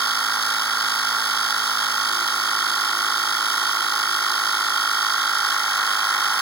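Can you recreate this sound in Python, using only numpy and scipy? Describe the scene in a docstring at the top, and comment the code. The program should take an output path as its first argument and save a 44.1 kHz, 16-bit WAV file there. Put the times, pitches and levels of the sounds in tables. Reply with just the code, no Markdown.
"""A small piston air compressor honks, rattles and hisses at about 53 strokes a second, slowing slightly.
Valves ring each stroke, turbulent air is pumped in puffs, and crank multiples drone through the housing.
From 2.08 s to 4.7 s a faint hum marks the piston's climb; the drone mostly fades and strokes turn unequal.
From 5.32 s the microphone is raised: the whistle and valve chatter weaken, the rush grows.
Throughout, the two channels differ in phase and colour, with a short diffuse tail behind the machine."""
import sys
import numpy as np
from scipy import signal
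from scipy.fft import rfft, irfft, next_fast_len
from scipy.io import wavfile
from scipy.ndimage import map_coordinates

SR = 44100
rng = np.random.default_rng(int(sys.argv[2]) if len(sys.argv) > 2 else 0)


def master_out(mix):
    """Clip the mix to full scale and print it as 16-bit PCM to the path in sys.argv[1]."""
    frames = np.transpose(np.atleast_2d(mix))
    ceiling = np.clip(frames, -1, 1)
    pcm = np.round(ceiling * 32767).astype(np.int16)
    wavfile.write(sys.argv[1], SR, pcm)


N = 282681

# force of the valves: t/s, level/dB
VALVE_FORCE = [(0, -25.5), (1.25, -26.3), (1.6, -26.3), (4.2, -25.7), (5.45, -23.9), (5.62, -26.7),
               (5.8, -24.5), (6.41, -25.2)]
# the microphone is raised
RAISE_S, RAISE_LENGTH_S = 5.32, 0.4
# main resonance of the housing: centre, half width
RING_HZ, RING_WIDTH_HZ = 1392, 10
# the piston's climb loads the pump
LIFT_START_S, LIFT_END_S = 2.08, 4.7


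def amp(db):
    """Decibels to gain."""
    return 10 ** (np.asarray(db) / 20)


def unit(x):
    """Scale to rms 1."""
    return x / np.sqrt(np.mean(x ** 2) + 1e-20)


def along(points, hz):
    """Interpolate (f/Hz, value) points on a log frequency axis."""
    f, v = np.transpose(points)
    return np.interp(np.log(hz + 1), np.log(f + 1), v)


def curves(rows):
    """One value per sample for each column after the time."""
    s, *cols = np.transpose(rows)
    return [np.interp(np.arange(N) / SR, s, c) for c in cols]


def ramp(start_s, length_s):
    """Linear rise from 0 to 1."""
    return np.clip((np.arange(N) / SR - start_s) / length_s, 0, 1)


def wobble(knots_per_s):
    """Smooth random curve through normally distributed knots."""
    knots = rng.standard_normal(int(N * knots_per_s / SR) + 4)
    return map_coordinates(knots, [np.arange(N) * knots_per_s / SR])


def filtered(x, response):
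    """Multiply the spectrum of x by a complex response of frequency."""
    m = next_fast_len(N + SR // 2)
    return irfft(rfft(x, m) * response(np.fft.rfftfreq(m, 1 / SR)), m)[..., :N]


def noise(spectrum, turn, repeat, count):
    """Coloured noise of rms 1; the power share repeat recurs every count strokes."""
    per_stroke = int(N / (turn[-1] - turn[0]))
    cycle = rng.standard_normal(count * per_stroke)
    pattern = map_coordinates(cycle, [turn % count * per_stroke], mode="grid-wrap")
    white = np.sqrt(1 - repeat) * rng.standard_normal(N) + np.sqrt(repeat) * pattern
    return unit(filtered(white, lambda hz: amp(along(spectrum, hz))))


def bursts(turn, speed, place, hz, half_s, scatter_s, size_db, stretch):
    """One Gaussian-swelled ring per stroke; size, length and timing vary from stroke to stroke."""
    stroke = np.round(turn - place).astype(int)
    late, size, long = rng.standard_normal((512, 3))[stroke].T
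    t = (turn - place - stroke) / speed + scatter_s * late
    swell = np.exp(-(t / (half_s * np.exp(stretch * long))) ** 2)
    return amp(size_db * size) * swell * np.cos(2 * np.pi * hz * t)


def ringing(speed):
    """Housing ring gain, highest when a multiple of the stroke rate meets its resonance."""
    base_db, rise_db = -8, 7.5
    detune_hz = RING_HZ - speed * np.round(RING_HZ / speed)
    return amp(base_db + rise_db / (1 + (detune_hz / RING_WIDTH_HZ) ** 2))


def valves(turn, speed, share=0.27):
    """The reed valve flutters for a few cycles at the top of each stroke; other parts ring around it."""
    # reed flutter: f/Hz, half length/s, level/dB re valve force
    honk_modes = [(1425, .0036, 4.4), (1290, .0025, 5.3)]
    # weaker rings of valves and housing:
    # place in stroke/0-1, f/Hz, half length/s, level/dB re valve force, timing scatter/s
    rattle_modes = [(.66, 1066, 0.0059, -11, 0.000042), (1, 1134, 0.0029, -5.5, 0.00014),
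                    (.55, 886, 0.0019, -8, .00009), (.85, 1846, 0.0027, -1.8, .00001),
                    (0.95, 1540, 0.00068, -12, 0.00005), (.61, 3260, 0.0025, -1.2, 0.0000066)]
    # housing ringing on:
    # place in stroke/0-1, f/Hz, half length/s, level/dB re valve force, change when raised/dB
    after_modes = [(.151, 1385, .007, -3.5, -1), (.46, 1410, .003, -9, 11), (.15, 1645, .009, -24, 19)]
    honk = sum(amp(db) * bursts(turn, speed, 0, hz, half_s, scatter_s=.00002, size_db=.45, stretch=.11)
               for hz, half_s, db in honk_modes)
    rattle = sum(amp(db) * bursts(turn, speed, place, hz, half_s, scatter_s, size_db=0.7, stretch=0.22)
                 for place, hz, half_s, db, scatter_s in rattle_modes)
    raised = ramp(RAISE_S, RAISE_LENGTH_S)
    after = sum(amp(db + change_db * raised)
                * bursts(turn, speed, place, hz, half_s, scatter_s=.00002, size_db=0.5, stretch=0.1)
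                for place, hz, half_s, db, change_db in after_modes)
    free = ringing(speed)
    # a freely ringing housing takes a share of the honk and draws it out into a whine
    return amp(curves(VALVE_FORCE)[0]) * ((1 - share * free) * honk + free * after + rattle)


def chatter(turn, speed, raised_db=-3):
    """Short valve-plate ticks, nearly steady from stroke to stroke, weaker once the microphone is up."""
    # place in stroke/0-1, f/Hz, half length/s, level/dB re valve force
    plate_ticks = [(.53, 4680, .0014, -3), (.6, 4630, .0007, -3.5), (.79, 4740, .0008, 1.3),
                   (.92, 3720, .0007, -6.5)]
    ticks = sum(amp(db) * bursts(turn, speed, place, hz, half_s, scatter_s=.00002, size_db=0.5, stretch=0.24)
                for place, hz, half_s, db in plate_ticks)
    return amp(curves(VALVE_FORCE)[0] + raised_db * ramp(RAISE_S, RAISE_LENGTH_S)) * ticks


def air(turn):
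    """Turbulent air, pumped in two puffs a stroke: a bright hiss, a breathy intake whistle and a lower rush."""
    # two puffs: place in stroke/0-1, half width/strokes, hiss level/dB, rush level/dB
    puff_rows = [(.54, 0.11, 4.5, 2.5), (.86, 0.17, 3.5, 2)]
    # relative spectra: f/Hz, density/dB per Hz
    hiss_spectrum = [(1800, -48), (2500, -17), (2800, -10), (3080, -6), (3260, -3), (3600, -4.5),
                     (4100, -7), (5050, -6), (5500, -3), (5900, -7), (6450, -10.5), (7700, -18),
                     (10400, -12), (11300, -13.5), (12300, -19), (14000, -24.5), (15600, -15.5)]
    whistle_spectrum = [(3800, -30), (4450, -8), (4680, -0.5), (4880, -11), (5600, -32)]
    rush_spectrum = [(60, -27), (100, -26), (200, -28), (340, -23), (560, -19), (735, -16), (835, -3.5),
                     (950, -4.5), (1090, 1), (1280, -2.5), (1600, -2), (1750, -7), (1900, -4.5), (2050, -4),
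                     (2300, -4.5), (2500, -11), (2800, -19), (3500, -94)]
    hiss_db, whistle_start_db, rush_db = -27.5, -36, -30
    whistle_fade_db_per_s, raise_whistle_db, raise_rush_db = 1, -4, 2
    # power share of turbulence that recurs with the strokes
    hiss_repeat, whistle_repeat, rush_repeat = 0.22, 0.5, 0.2

    def puff(place, width):
        return np.exp(-(((turn - place + .5) % 1 - .5) / width) ** 2)

    hiss_gate = amp(sum(db * puff(place, width) for place, width, db, _ in puff_rows))
    rush_gate = amp(sum(db * puff(place, width) for place, width, _, db in puff_rows))
    gusts = hiss_gate * amp(1.38 * wobble(300))
    raised = ramp(RAISE_S, RAISE_LENGTH_S)
    whistle_db = whistle_start_db - whistle_fade_db_per_s * np.arange(N) / SR + raise_whistle_db * raised
    hiss = amp(hiss_db) * unit(noise(hiss_spectrum, turn, hiss_repeat, count=1) * gusts)
    whistle = amp(whistle_db) * unit(noise(whistle_spectrum, turn, whistle_repeat, count=1) * gusts)
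    rush_noise = unit(noise(rush_spectrum, turn, rush_repeat, count=2) * rush_gate)
    rush = amp(rush_db + raise_rush_db * raised) * rush_noise
    return hiss + whistle + rush


def housing(turn):
    """The crank shakes the housing at stroke-rate multiples; under load most fade and half multiples grow."""
    # housing and motor: multiple of stroke rate, level before load/dB, fall under load/dB per s
    drone_lines = [(2, -56.5, 3), (3, -60.5, 2.5), (4, -57.5, 3), (5, -53.5, 3.5), (6, -59, 1.5),
                   (7, -59, -0.2), (8, -59, 1.5), (9, -58, 2), (10, -56, 4), (11, -64, 0.5),
                   (12.35, -56.5, 0.5), (13, -57, 3), (14, -57.5, 2), (15, -56.5, -0.5),
                   (15.75, -50.5, 0.5), (16.75, -49, 0.5), (17.75, -52, 3)]
    # alternate strokes turning unequal: multiple of stroke rate, relative level/dB
    limp_lines = [(2.5, -68.5), (3.5, -61.5), (4.5, -66), (5.5, -55), (6.5, -63), (7.5, -57.5), (8.5, -59),
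                  (9.5, -61), (10.5, -62), (13.3, -55), (14.5, -60.5)]
    limp_db, limp_rise_db, limp_start_s, limp_build_s = -9.5, 7, 2.24, 0.64
    loaded_s = np.maximum(np.arange(N) / SR - LIFT_START_S, 0)

    def line(k):
        return np.sqrt(2) * np.sin(2 * np.pi * (k * turn + rng.random()) + 0.27 * wobble(6))

    drone = sum(amp(db - fall * loaded_s) * line(k) for k, db, fall in drone_lines)
    limp = sum(amp(db) * line(k) for k, db in limp_lines)
    return drone + amp(limp_db + limp_rise_db * ramp(limp_start_s, limp_build_s)) * limp


def whines(turn, fade_s=0.087):
    """The housing rings narrowly all the time as a fuzzy, noisy tone; now and then single lines sing out."""
    # narrow resonances: f/Hz, half width/Hz, level/dB
    panel_rings = [(1586, 22, -45), (1097, 33, -47), (838, 11.7, -48.5)]
    # main resonance: t/s, level/dB
    main_level = [(0, -42), (1.4, -38.5), (2.8, -40), (4, -43), (5.2, -47), (5.8, -42)]
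    # singing lines: start/s, end/s, multiple of stroke rate, level/dB
    singing_lines = [(0, 1.9, 21, -39.5), (.55, 1.25, 23, -40), (.2, 1.35, 30, -37.5), (1.3, 1.95, 31, -43),
                     (4.55, 4.9, 31, -44), (5.08, 5.6, 30, -38), (5.12, 5.6, 31, -38.5),
                     (5.5, 6.5, 15, -49)]

    def ring(centre_hz, width_hz):
        white = rng.standard_normal(N)
        return unit(filtered(white, lambda hz: 1 / (1 + ((hz - centre_hz) / width_hz) ** 2)))

    def sing(start_s, end_s, k):
        on = ramp(start_s, fade_s) - ramp(end_s - fade_s, fade_s)
        return np.sqrt(2) * on * np.sin(2 * np.pi * (k * turn + rng.random()))

    panels = sum(amp(db) * ring(centre_hz, width_hz) for centre_hz, width_hz, db in panel_rings)
    main = amp(curves(main_level)[0]) * ring(RING_HZ, RING_WIDTH_HZ)
    lines = sum(amp(db) * sing(start_s, end_s, k) for start_s, end_s, k, db in singing_lines)
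    return main + panels + lines


def lift(hum_hz=350, octave_db=-9, fade_s=0.045, waver_db=2.1):
    """A wavering hum with its octave: it surges as the piston breaks loose and holds while it climbs."""
    hum_db, surge_db, surge_s = -50.3, 8, 0.33
    t = np.arange(N) / SR
    on = ramp(LIFT_START_S, fade_s) - ramp(LIFT_END_S - fade_s, fade_s)
    surge = np.exp(-((t - LIFT_START_S) / surge_s) ** 2)
    phase = 2 * np.pi * hum_hz * t + 0.25 * wobble(11)
    level = on * amp(hum_db + surge_db * surge + waver_db * wobble(14))
    return level * (np.sin(phase) + amp(octave_db) * np.sin(2 * phase))


def workshop(x, t60_s=0.13):
    """Room tail: exponentially decaying noise, unrelated between the two sides."""
    t = np.arange(SR // 3) / SR
    tail = rng.standard_normal((2, len(t))) * amp(-60 * t / t60_s)
    return signal.fftconvolve(x[None], tail / np.linalg.norm(tail[0]), axes=1)[:, :N]


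def scene():
    """The crank angle times the strokes, air puffs and drone; air also arrives diffusely from all around."""
    # pump speed, sagging as the load grows: t/s, stroke rate/Hz
    speed_curve = [(0, 53.65), (.25, 53.47), (.5, 53.47), (.72, 53.28), (1.05, 53.22), (1.28, 53.04),
                   (1.45, 52.58), (1.73, 52.86), (2.05, 52.5), (2.35, 52.66), (2.56, 52.39), (2.8, 52.66),
                   (3, 52.54), (4.1, 52.47), (4.4, 52.53), (4.68, 52.25), (4.92, 52.58), (5.38, 52.1),
                   (5.52, 52.2), (5.7, 51.3), (6.41, 51.5)]
    # air arriving from all around: f/Hz, level/dB re direct air
    diffuse_share = [(100, -10), (1200, -13), (2150, -9.5), (2400, -35), (2950, -35), (3200, -9),
                     (8000, -13), (15000, -10)]
    speed, = curves(speed_curve)
    # strokes counted so far; whole numbers fall at the top of the stroke
    turn = np.cumsum(speed) / SR - .355
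    machine = valves(turn, speed) + chatter(turn, speed) + housing(turn) + whines(turn) + lift()
    # separate draws keep the sides unrelated
    around = filtered(np.array([air(turn), air(turn)]), lambda hz: amp(along(diffuse_share, hz)))
    return machine + air(turn) + around + workshop(amp(-18) * machine)


def record(dry, bass_cut_hz=75, top_hz=15850, port_delay_s=16 / 44100):
    """The right channel lags and is turned in phase; each side has its own colour, thin bass and a band limit."""
    # left minus right: f/Hz, level/dB
    tilt = [(160, 3.5), (300, -0.5), (800, -3), (1400, -2.5), (1900, 2), (2400, 0), (2900, 0), (3300, -11),
            (4000, 3), (4700, -6.5), (6500, 0), (7400, 1.5), (8600, -10), (9800, 1), (11000, -2.5),
            (12500, 0)]
    # right against left, apart from the delay: f/Hz, phase/rad
    twist = [(100, 3.18), (200, 1.84), (400, 0.88), (700, 2.26), (1380, 3.37), (1700, 3.06), (2000, 2.92),
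             (2380, 2.29), (2980, 3.65), (3300, 4.06), (3700, 3.195)]

    def ports(hz):
        lead_rad = 2 * np.pi * hz * port_delay_s - along(twist, hz)
        # each side takes half of the level and phase difference
        half = amp(along(tilt, hz) / 2) * np.exp(.5j * lead_rad)
        thin = hz ** 2 / np.hypot(hz ** 2, bass_cut_hz ** 2)
        return np.array([half, 1 / half]) * thin * (hz < top_hz)

    return filtered(dry, ports)


dry = scene()
out = record(dry)
master_out(out)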